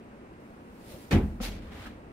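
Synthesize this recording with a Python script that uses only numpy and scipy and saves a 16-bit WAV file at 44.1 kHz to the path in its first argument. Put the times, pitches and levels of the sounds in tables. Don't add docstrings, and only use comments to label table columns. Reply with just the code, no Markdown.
import sys
import numpy as np
from scipy import signal
from scipy.fft import rfft, irfft, next_fast_len
from scipy.io import wavfile
from scipy.ndimage import uniform_filter1d, map_coordinates

SR = 44100
rng = np.random.default_rng(int(sys.argv[2]) if len(sys.argv) > 2 else 0)


def pcm_store(signal):
    levels = np.round(np.clip(np.atleast_2d(signal), -1, 1) * 32767)
    wavfile.write(sys.argv[1], SR, levels.astype(np.int16).T)


def convert_level_to_amplitude(level_db):
    exponent = np.asarray(level_db, float) / 20
    return 10 ** exponent


N = 93844
THUMP_S, BOARDS_S, REBOUND_S = 1.108, 1.116, 1.215
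SWAY_S, SCREEN_S, LAND_S = 1.3, 1.401, 1.853
PAIR = np.array([[1], [-1]])

# [f/Hz, correlation]
LIKENESS = [(60, 0.99), (130, 0.97), (290, 0.96), (640, 0.64), (1400, 0.32), (3100, -0.027), (15000, -0.11)]
# [f/Hz, level/dB per Hz]
HISS_COLOUR = [(2000, -16), (4000, 1), (7000, 1.5), (9500, 4), (10500, -4), (15700, -5.5)]
# [f/Hz, level/dB per Hz]
VENT_COLOUR = [(25, -14.5), (60, -3), (150, -7), (230, -0.5), (450, -8), (1100, -16.5), (2700, -26),
               (3200, -34)]
# [t/s, level/dB]
JACKET_EFFORT = [
    (.4, -72),
    (.65, -76),
    (.8, -64.5),
    (.915, -52),
    (.98, -57),
    (1.02, -56),
    (1.1, -62.5),
    (1.26, -62.5),
    (1.4, -72),
]
# [f/Hz, level/dB per Hz]
NYLON_COLOUR = [(1200, -9.5), (2500, -1.5), (4500, -3), (6700, -7.5), (9500, -5.5), (15600, -7.5)]
# [f/Hz, level/dB per Hz]
ARMS_COLOUR = [(30, -6), (100, 4), (300, -10), (540, 1.5), (750, -17), (2000, -22)]
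# [f/Hz, level/dB per Hz]
SLAP_COLOUR = [(60, -4.5), (200, -1.5), (450, -6), (900, -15), (1300, -19.5), (2400, -15), (4500, -26),
               (15600, -39.5)]
# [f/Hz, rise/s]
SLAP_RISE_S = [(100, 0.039), (500, 0.014), (1500, 0.0062), (15000, 0.0044)]
# [f/Hz, hold/s]
SLAP_HOLD = [(200, 0.054), (2500, 0.028), (5000, 0.02), (15000, 0.014)]
# [f/Hz, t60/s]
SLAP_TAIL = [(100, 0.74), (300, 0.37), (1000, 0.38), (3000, 0.23), (8000, 0.2), (15000, 0.29)]
# [f/Hz, level/dB, rise/s, t60/s]
BALL_MODES = [(1135, -39, 0.016, .12), (1336, -43, 0.018, 0.19), (1840, -39, 0.011, 0.12),
              (1946, -63, .015, .12), (2446, -40, 0.028, .12), (2960, -42, 0.036, 0.085),
              (4190, -46, 0.01, .12)]
# [f/Hz, level/dB, rise/s, t60/s]
PLATFORM_MODES = [(44.7, -22, 0.045, 0.43), (87.5, -15, 0.057, 0.091), (137.7, -22.5, 0.039, 0.21),
                  (198.6, -18, .03, 0.112), (223.6, -22.5, 0.059, 0.18), (263.6, -22.5, 0.041, 0.18),
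                  (325, -28.5, 0.027, 0.25), (380.7, -27, 0.0474, 0.24), (454, -37, .02, 0.15),
                  (565, -34.5, 0.026, 0.18), (724, -36, .02, 0.28), (861, -40.5, 0.022, 0.28)]
# [f/Hz, level/dB, rise/s, t60/s]
REBOUND_MODES = [(43.1, -30, 0.047, 0.62), (72.3, -24.5, 0.029, 0.24), (158.7, -32, 0.02, 0.23),
                 (203.5, -32, 0.034, 0.32), (274, -34, 0.026, 0.18)]
# [f/Hz, level/dB, rise/s, t60/s]
SWAY_MODES = [(79, -40.5, 0.033, 0.21), (234, -42.5, 0.05, 0.26), (319, -44, 0.044, .15)]
# [f/Hz, level/dB, rise/s, t60/s]
FRAME_MODES = [(210.5, -29.5, .008, 0.1), (232, -29, 0.011, 0.11), (294, -35.5, .006, 0.048),
               (515, -35.5, .008, 0.051), (739, -40, 0.0069, 0.032), (1244, -40, 0.0019, 0.025)]
# [f/Hz, level/dB, rise/s, t60/s]
SHEET_MODES = [(41.4, -32, 0.027, 0.68)]
# [f/Hz, level/dB per Hz]
TAP_COLOUR = [(300, -10), (600, -1), (1300, -3), (2300, -8), (3500, -14), (6000, -36)]
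# [f/Hz, level/dB per Hz]
BELLY_COLOUR = [(15, -31), (25, -6), (59, 0.5), (102, -2.5), (135, -16.5), (194, -6.5), (600, -21),
                (780, -46), (1320, -120)]
# [t/s, level/dB]
SCRAPE_EFFORT = [
    (1.402, -51.5),
    (1.42, -40),
    (1.445, -38),
    (1.485, -39.5),
    (1.51, -45),
    (1.54, -43.5),
    (1.6, -48.5),
    (1.66, -61),
]
# [f/Hz, level/dB per Hz]
CLOTH_COLOUR = [(290, -40), (500, -2), (1100, -11), (2200, -6), (4500, -7.5), (8000, -16.5), (12000, -16),
                (15600, -18.5)]
# [t/s, level/dB]
SLIDE_EFFORT = [
    (1.62, -54.5),
    (1.706, -56),
    (1.718, -51),
    (1.87, -47),
    (1.884, -52),
    (2.0, -66.5),
]
# [f/Hz, level/dB per Hz]
SLIDE_COLOUR = [(300, -19), (500, -9.5), (1000, -9), (2000, -9), (3500, -13.5), (6000, -25), (15600, -31)]
# [f/Hz, level/dB, rise/s, t60/s]
LAND_MODES = [(210, -47, .03, .2), (1280, -50, .022, .09), (1650, -47, .012, .06)]
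# [f/Hz, level/dB per Hz]
LAND_COLOUR = [(300, -13), (900, -19), (1600, 18), (2400, -7), (3400, -9), (6000, -31)]


def unit(x):
    return x / np.sqrt(np.mean(x ** 2) + 1e-20)


def since(start):
    return np.clip(np.arange(N) / SR - start, 0, None)


def along(points, hz):
    f, value = np.transpose(points)
    return np.interp(np.log(hz + 1), np.log(f + 1), value)


def level(rows):
    s, db = np.transpose(rows)
    return convert_level_to_amplitude(np.interp(np.arange(N) / SR, s, db, left=-140, right=-140))


def turn(hz):
    return np.arccos(np.clip(along(LIKENESS, hz), -1, 1)) / 2


def filtered(x, response):
    m = next_fast_len(N + 8192)
    spectrum = rfft(x, m) * response(np.fft.rfftfreq(m, 1 / SR))
    return irfft(spectrum, m)[..., :N]


def rush(colour, patchy_db, shape=lambda hz, t: 1):
    spread = lambda hz: convert_level_to_amplitude(along(colour, hz)) * [np.cos(turn(hz)), np.sin(turn(hz))]
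    mid, side = filtered(rng.standard_normal((2, N)), spread)
    left_right = unit(np.array([mid + side, mid - side]))
    hz, t, z = signal.stft(left_right, SR, nperseg=256)
    patches = uniform_filter1d(rng.standard_normal(z.shape[1:]), size=4, axis=0)
    patches = unit(uniform_filter1d(patches, size=8, axis=1))
    z = z * convert_level_to_amplitude(patchy_db * patches) * shape(hz[:, None], t)
    return signal.istft(z, SR, nperseg=256)[1][:, :N]


def grainy(rate, depth_db):
    knots = rng.standard_normal(int(N * rate / SR) + 4)
    return unit(convert_level_to_amplitude(depth_db * map_coordinates(knots, [np.arange(N) * rate / SR])))


def ring(start, modes, waver_db=0, polarity=1):
    t = since(start)
    out = np.zeros((2, N))
    for (hz, db, rise, t60), sign in zip(modes, rng.choice([-1, 1], len(modes))):
        swell = np.sin(np.pi / 2 * np.minimum(t / rise, 1)) ** 2
        decay = convert_level_to_amplitude(db - 60 * np.maximum(t - rise, 0) / t60)
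        waver = grainy(rate=35, depth_db=waver_db)
        tone = np.sin(2 * np.pi * hz * t + sign * turn(hz) * PAIR)
        out += polarity * swell * decay * waver * tone
    return out


def puff(start, colour, db, rise, t60):
    t = since(start)
    envelope = np.minimum(t / rise, 1) * convert_level_to_amplitude(db - 60 * t / t60)
    return envelope * rush([(150, -84)] + colour + [(15000, -50)], patchy_db=2.5)


def microphone_hiss():
    return convert_level_to_amplitude(-74.5) * rush([(500, -58)] + HISS_COLOUR, patchy_db=0)


def ventilation():
    lag_s = 0.000342
    lead = lambda hz: np.exp(1j * np.pi * hz * lag_s * PAIR)
    hum = rush(VENT_COLOUR + [(6000, -45), (16000, -120)], patchy_db=0.77)
    return convert_level_to_amplitude(-48.5) * filtered(hum, lead)


def jacket_rub():
    rub = rush([(400, -78)] + NYLON_COLOUR, patchy_db=1.1)
    return level(JACKET_EFFORT) * grainy(rate=300, depth_db=0.8) * rub


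def arm_sweep():
    middle_s, width_s = 0.929, 0.05
    sweep = np.exp(-((np.arange(N) / SR - middle_s) / width_s) ** 2)
    return convert_level_to_amplitude(-46.5) * sweep * rush([(15, -60)] + ARMS_COLOUR + [(6000, -90)], patchy_db=0.5)


def turf_slap():
    def shape(hz, t):
        after = t - THUMP_S
        rise = np.clip(after / along(SLAP_RISE_S, hz) + 0.3, 0, 1)
        dying = np.maximum(after - along(SLAP_HOLD, hz), 0)
        return rise * convert_level_to_amplitude(-60 * dying / along(SLAP_TAIL, hz))

    gate = np.clip(since(THUMP_S) / 0.0015, 0, 1)
    return convert_level_to_amplitude(-26) * gate * rush([(25, -60.5)] + SLAP_COLOUR, patchy_db=1.63, shape=shape)


def ball_ring():
    return ring(THUMP_S, BALL_MODES, waver_db=1.5)


def platform_boom():
    return ring(BOARDS_S, PLATFORM_MODES, waver_db=1) + ring(REBOUND_S, REBOUND_MODES)


def screen_sway():
    return ring(SWAY_S, SWAY_MODES)


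def screen_knock():
    frame = ring(SCREEN_S, FRAME_MODES, polarity=-1.03)
    sheet = ring(SCREEN_S, SHEET_MODES)
    return frame + sheet + puff(SCREEN_S, TAP_COLOUR, db=-43, rise=0.0011, t60=0.063)


def cloth_boom():
    t = since(SCREEN_S)
    envelope = np.minimum(t / 0.082, 1) * convert_level_to_amplitude(-37 - 60 * t / 2.3)
    return envelope * rush(BELLY_COLOUR, patchy_db=0)


def cloth_scrape():
    def shape(hz, t):
        delay = 0.016 * np.sqrt(hz / 8100)
        opening = np.clip((t - SCREEN_S - delay) / 0.022 + 1, 0, 1) ** 2
        slowing_db = 43.5 * np.maximum(t - 1.453, 0)
        return opening * convert_level_to_amplitude(-slowing_db * np.log2(1 + hz / 2000))

    rub = rush(CLOTH_COLOUR, patchy_db=1.5, shape=shape)
    return level(SCRAPE_EFFORT) * grainy(rate=350, depth_db=1.2) * rub


def cloth_slide():
    s, db = np.transpose(SLIDE_EFFORT)

    def duller(hz, t):
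        under_peak_db = np.interp(t, s, db) - db.max()
        return convert_level_to_amplitude(0.14 * under_peak_db * np.log2(1 + hz / 2000))

    rub = rush([(150, -82)] + SLIDE_COLOUR, patchy_db=0.1, shape=duller)
    return level(SLIDE_EFFORT) * grainy(rate=200, depth_db=1.1) * rub


def landing():
    thud = ring(LAND_S, LAND_MODES, waver_db=1)
    return thud + puff(LAND_S, LAND_COLOUR, db=-42, rise=0.0067, t60=0.14)


def scene():
    room = microphone_hiss() + ventilation()
    throw = jacket_rub() + arm_sweep()
    thump = turf_slap() + ball_ring() + platform_boom()
    screen = screen_sway() + screen_knock() + cloth_boom() + cloth_scrape() + cloth_slide()
    return room + throw + thump + screen + landing()


def top_cut(x):
    return signal.sosfilt(signal.butter(12, 15750, fs=SR, output="sos"), x)


def record(dry):
    mix = filtered(dry, lambda hz: hz < 15700)
    return top_cut(mix)


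dry = scene()
out = record(dry)
pcm_store(out)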